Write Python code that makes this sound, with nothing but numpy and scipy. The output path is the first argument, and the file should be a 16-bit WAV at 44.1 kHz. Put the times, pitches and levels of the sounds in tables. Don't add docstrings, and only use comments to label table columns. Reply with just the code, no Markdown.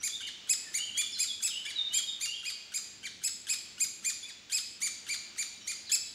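import sys
import numpy as np
from scipy import signal
from scipy.fft import rfft, irfft, next_fast_len
from scipy.io import wavfile
from scipy.ndimage import map_coordinates

SR = 44100
rng = np.random.default_rng(int(sys.argv[2]) if len(sys.argv) > 2 else 0)


def output_pcm(signal):
    pcm = np.clip(np.atleast_2d(signal).T, -1, 1) * 32767
    wavfile.write(sys.argv[1], SR, np.round(pcm).astype(np.int16))


N = 270774
TOP_HZ = 15750
CALL_SAMPLES = int(.2 * SR)

# (frequency [Hz], gain [dB])
THROAT = [(500, -39), (1150, -10), (2400, -2.5), (3500, -0.5), (5000, -6.5), (5800, -3), (6900, 0),
          (7800, 0), (10000, -4.5), (12500, -12), (15500, -26), (19000, -52)]


def amp(db):
    return 10 ** (np.asarray(db) / 20)


def unit(x):
    return x / np.sqrt(np.mean(x ** 2) + 1e-20)


def along(points, hz):
    frequencies, values = np.transpose(points)
    return np.interp(np.log(hz + 1), np.log(frequencies + 1), values)


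def wobble(t, rate):
    return map_coordinates(rng.standard_normal(512), [(t - t[0]) * rate], mode="wrap")


def filtered(x, response):
    size = next_fast_len(N + SR // 2)
    return irfft(rfft(x, size) * response(np.fft.rfftfreq(size, 1 / SR)), size)[..., :N]


def add(track, s, sound):
    start = max(round(s * SR), 0)
    part = track[..., start:start + sound.shape[-1]]
    part += sound[..., :part.shape[-1]]


def air(spectrum, db, sway_db):
    # (frequency [Hz], coherence [ratio])
    coherence = [(30, .9), (90, 0.88), (180, 0.88), (350, 0.4), (700, 0.03), (1400, 0.72), (3000, 1),
                 (8000, 1), (13000, 0.39)]

    def response(hz):
        angle = np.arccos(np.clip(along(coherence, hz), -1, 1)) / 2
        return amp(along(spectrum, hz)) * [np.cos(angle), np.sin(angle)]

    mid, side = filtered(rng.standard_normal((2, N)), response)
    sway = wobble(np.arange(N) / SR, 3.004)
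    return unit(np.array([mid + side, mid - side])) * amp(db + sway_db * sway)


def hush():
    # (frequency [Hz], relative spectral density [dB])
    rumble = [(15, -44), (25, -17), (85, 0), (156, -5.5), (189, 0.5), (252, 0), (320, -3), (355, -1),
              (432, -5.5), (900, -19), (1170, -93), (1980, -120)]
    # (frequency [Hz], relative spectral density [dB])
    leaves = [(200, -19), (600, -2.5), (1200, -4.5), (2400, 1.5), (4000, 0), (7000, -4.5), (10000, -28),
              (15500, -23)]
    return air(rumble, db=-64.5, sway_db=1.0) + air(leaves, db=-55.5, sway_db=1.7)


def in_wood(ahead, all_round, near_db, near_t60, far_db):
    # (frequency [Hz], time to fall 60 dB [s])
    decay = [(1000, 0.13), (3000, 1), (5000, 0.68), (7500, 0.6), (10000, 0.56), (15000, 0.49)]
    # (frequency [Hz], relative level [dB])
    colour = [(1000, 3.5), (2400, -2.5), (3500, 1.5), (5000, 6.5), (7500, 0), (10000, -3), (15000, -3)]
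    hz, t, noise = signal.stft(rng.standard_normal(SR * 3 // 4), SR, nperseg=256)
    tail_db = along(colour, hz)[:, None] - 60 * t / along(decay, hz)[:, None]
    far = signal.istft(noise * amp(tail_db), SR, nperseg=256)[1]
    t = np.arange(len(far)) / SR
    scatter = lambda t60: rng.standard_normal(len(t)) ** 3 * amp(-60 * t / t60)
    at_level = lambda echo, db: amp(db) * echo / np.linalg.norm(echo)
    near = at_level(scatter(near_t60), near_db) + at_level(scatter(t60=.0067), db=-15)
    near[0] += 1
    tail = at_level(far * (1 - np.exp(-t / .0073)), far_db)
    mid = signal.fftconvolve(ahead, near) + signal.fftconvolve(all_round, tail)
    side = signal.fftconvolve(ahead, at_level(scatter(near_t60), near_db - 22))
    return np.array([mid + side, mid - side])


def songbird(gain_db=.3, drop_s=.025, climb_share=.52, swell_db=3):
    # (time [s], length [s], start pitch [Hz], target pitch [Hz], relative level [dB])
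    slurs = [(0, .02, 5900, 5500, -46), (.095, .045, 3360, 3520, -41.5), (.138, .022, 3560, 3680, -32),
             (.227, .03, 2795, 3150, -39), (.63, .057, 1950, 1760, -53), (.782, .07, 2825, 3130, -35),
             (.855, .05, 3180, 2776, -38), (.94, .12, 3230, 3530, -38), (1.115, .06, 5600, 4010, -40.5),
             (1.268, .055, 3800, 3345, -37), (1.483, .068, 3847, 2815, -37),
             (1.55, 0.052, 2780, 3090, -37.5), (1.754, .072, 3950, 3646, -33),
             (1.9, 0.11, 2900, 3340, -35.5), (2.072, 0.036, 3780, 3480, -33.5),
             (2.255, 0.049, 2803, 2808, -35), (2.31, 0.064, 2860, 3330, -39),
             (5.55, 0.028, 3860, 3745, -53), (5.6, .076, 5730, 5520, -56), (5.605, 0.053, 2950, 3180, -59),
             (5.845, .055, 5000, 3880, -50), (6.04, 0.025, 4000, 3880, -51)]
    out = np.zeros((2, N))
    for s, length, start_hz, target_hz, db in slurs:
        t = np.arange(int(length * SR)) / SR
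        slide_s = drop_s if target_hz <= start_hz else climb_share * length
        settled = 1 - np.exp(-(t / slide_s) ** 2)
        pitch = start_hz + (target_hz - start_hz) * settled
        phase = 2 * np.pi * np.cumsum(pitch * (1 + .003 * wobble(t, 225))) / SR
        swell = signal.windows.tukey(len(t), .25) * amp(swell_db * (settled - 1))
        whistle = swell * amp(2.6 * wobble(t, 119)) * np.sin(phase)
        echo_db = .28 * (-33.5 - db)
        note = in_wood(whistle, whistle, near_db=echo_db - 8.5, near_t60=.15, far_db=echo_db - 3)
        add(out, s, amp(db + gain_db) * note)
    return out * amp([[-.5], [.5]])


def harmonic(k, phase):
    return np.sin(k * phase + rng.uniform(0, 2 * np.pi))


def rasp(phase):
    puffs = rng.standard_normal(CALL_SAMPLES)[:len(phase)] * (1 + np.cos(phase))
    throat = amp(along(THROAT, np.fft.rfftfreq(len(phase), 1 / SR)))
    return unit(irfft(rfft(puffs) * throat, len(phase)))


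def squeak(length, pitches, overtone_db, fade_db=0, jitter=.075):
    t = np.arange(max(int(length * SR), 16)) / SR
    u = t / t[-1]
    pitch = np.polyval(np.polyfit([0, .5, 1], pitches, 2), u)
    loose = (1400 / pitches[1]) ** 3
    phase = 2 * np.pi * np.cumsum(pitch * (1 + jitter * loose * wobble(t, 1060))) / SR
    fundamental = amp(along(THROAT, pitch) + 6.5) * np.sin(phase)
    overtones = np.zeros(len(t))
    for k in range(2, 8):
        gain = amp(along(THROAT, k * pitch) + 1.2 * (3 - k)) * 2.67 / k
        overtones += gain * (k * pitch < TOP_HZ) * harmonic(k, phase)
    scratch = amp(-7) * loose * rasp(phase)
    gate = np.sin(np.pi / 2 * np.clip(np.minimum(u, 1 - u) / .092, 0, 1)) ** 2
    fade = amp(fade_db * (1 / 3 - t / length))
    return gate * fade * (fundamental + amp(overtone_db) * (overtones + scratch))


def cracked_calls(open_s=.019, close_s=.026):
    # (time [s], length [s], opening pitch [Hz], top pitch [Hz],
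    # opening gain [dB], middle gain [dB], closing gain [dB])
    cracks = [(.204, .09, 1600, 2434, -51, -55, -49), (1.651, 0.068, 1750, 2410, -47, -44, -49.5),
              (3.029, .049, 1544, 2435, -56, -47, -46.5), (4.229, .08, 3520, 2560, -46, -55, -53)]
    bends = [
        [.98, 0.98, 1],
        [0.87, 0.98, 0.84],
        [1, .84, .6],
    ]
    open_bend, middle_bend, close_bend = np.array(bends)
    out = np.zeros((2, N))
    for s, length, open_hz, top_hz, open_db, middle_db, close_db in cracks:
        purer_db = .005 * (open_hz - 1500)
        opening = squeak(open_s, open_hz * open_bend, overtone_db=6 - purer_db)
        whistle = squeak(length - open_s, top_hz * middle_bend, overtone_db=-5.5, jitter=.07)
        closing = squeak(close_s, top_hz * close_bend, overtone_db=5)
        voice = np.zeros(CALL_SAMPLES)
        add(voice, 0, amp(open_db) * opening)
        add(voice, open_s / 2, amp(middle_db) * whistle)
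        add(voice, length - close_s, amp(close_db) * closing)
        add(out, s, in_wood(voice, voice, near_db=-4, near_t60=.082, far_db=-5))
    return out


def catch(top_hz, db, usual_db=-54):
    bend = [1.18, 0.99, 1.15]
    force_db = db - usual_db
    pitches = top_hz * (.57 + .007 * force_db) * np.array(bend)
    return amp(db) * squeak(.018, pitches, overtone_db=1 + .6 * force_db, fade_db=9)


def arch(top_hz, rise, fall, levels, usual, strain, flutter_db=2.9, echo_share=.68):
    t = np.arange(-1.3 * rise, 1.7 * fall, 1 / SR)
    rising = t < 0
    u = t / np.where(rising, rise, fall)
    sag = np.where(rising, .19, .205) * u ** 2 + .12 * u ** 6
    slack = np.minimum(sag, np.where(rising, .36, .5))
    jitter = .0036 * strain + .043 * slack
    pitch = top_hz * (1 - slack) * (1 + jitter * wobble(t, 1490))
    phase = 2 * np.pi * np.cumsum(pitch) / SR
    departure = np.array([[1], [echo_share]]) * np.maximum(1 - slack / .59, 0)
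    voice = np.zeros((2, len(t)))
    for k in range(1, 10):
        row = min(k, len(levels)) - 1
        source_db = usual[row] + departure * (levels[row] - usual[row])
        throat_db = along(THROAT, k * pitch) - along(THROAT, (row + 1) * top_hz)
        slack_db = (-19 + 3.5 * max(k - 3, 0)) * slack
        db = source_db + throat_db + slack_db + flutter_db * wobble(t, 260)
        voice += amp(db) * (k * pitch < SR / 2) * harmonic(k, phase)
    gate = np.interp(u, [-1.3, -.98, -.74, .95, 1.28, 1.3], [.08, .23, .72, .78, .21, .14])
    rasp_db = usual.max() - 28 + 11 * np.minimum(abs(u), 1)
    hoarse = strain * amp(rasp_db) * rasp(phase)
    return t[0], gate * amp(-1.14 * u) * (voice + hoarse)


def chick(gain_db=1, usual_hz=2499, rise_share=.52, catch_lead_s=.0195):
    # (time of the top [s], top pitch [Hz], nominal length [s], body [dB],
    # shrillness [dB], hoarseness [ratio], relative catch level [dB])
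    begs = [(.056, 2455, 0.05, -2, 1, 1, -57), (.515, 2575, .046, 1, 7.5, .8, -54),
            (.764, 2358, .049, 2.5, 1, .9, -60), (.997, 2418, .05, 1.5, 3, 1, -60),
            (1.217, 2510, 0.057, -.5, 2, 1.8, -54), (1.453, 2624, .056, -2, 2.5, 1.1, -54),
            (1.963, 2498, 0.061, -0.5, 3, 1.3, -64), (2.235, 2451, .054, -1.5, -2, 1.2, -62),
            (2.478, 2512, .056, 0, -12.5, 1.1, -55), (2.76, 2493, 0.042, -2, 1, .8, -52.5),
            (3.259, 2623, 0.045, -2.5, 1.3, .8, -56.5), (3.516, 2567, 0.055, -0.5, 1, 2.4, -49),
            (3.825, 2492, .05, -3.5, 4, 1, -54), (4.076, 2453, .061, -2.5, 1, 1.3, -58),
            (4.553, 2572, .07, 1.5, 0, 2, -51), (4.847, 2380, 0.066, 1, -.5, 1.8, -63),
            (5.117, 2397, 0.062, 4.5, -8, 1.8, -52), (5.406, 2394, 0.051, -.5, -3, 1.2, -57),
            (5.697, 2420, 0.048, 0, -3.5, 1, -62), (5.937, 2636, .044, 2.5, 7, 1.1, -47)]
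    # (relative level [dB], change with pitch [dB/Hz])
    partials = [(-37.6, -0.012), (-36.2, 0.0432), (-29.2, 0.0016), (-38.8, -.018), (-49.8, -.004)]
    usual, db_per_hz = np.transpose(partials)
    flick_bend = np.array([.66, .54, .496])
    out = np.zeros((2, N))
    for s, top_hz, length, body_db, shrill_db, strain, catch_db in begs:
        rise, fall = length * rise_share, length * (1 - rise_share)
        top_s = catch_lead_s + rise
        timbre_db = np.where(np.arange(len(usual)) < 2, body_db, shrill_db)
        levels = usual + db_per_hz * (top_hz - usual_hz) + timbre_db
        offset_s, call = arch(top_hz, rise, fall, levels, usual, strain)
        voice = np.zeros((2, CALL_SAMPLES))
        add(voice, 0, amp(gain_db) * catch(top_hz, catch_db))
        add(voice, top_s + offset_s, amp(gain_db) * call)
        add(voice, top_s + fall, amp(-57) * squeak(.021, top_hz * flick_bend, overtone_db=-3))
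        add(out, s - top_s, in_wood(*voice, near_db=-7, near_t60=.11, far_db=-6))
    return out


def scene():
    return chick() + cracked_calls() + songbird() + hush()


def record(dry):
    return filtered(dry, lambda hz: hz < TOP_HZ)


dry = scene()
out = record(dry)
output_pcm(out)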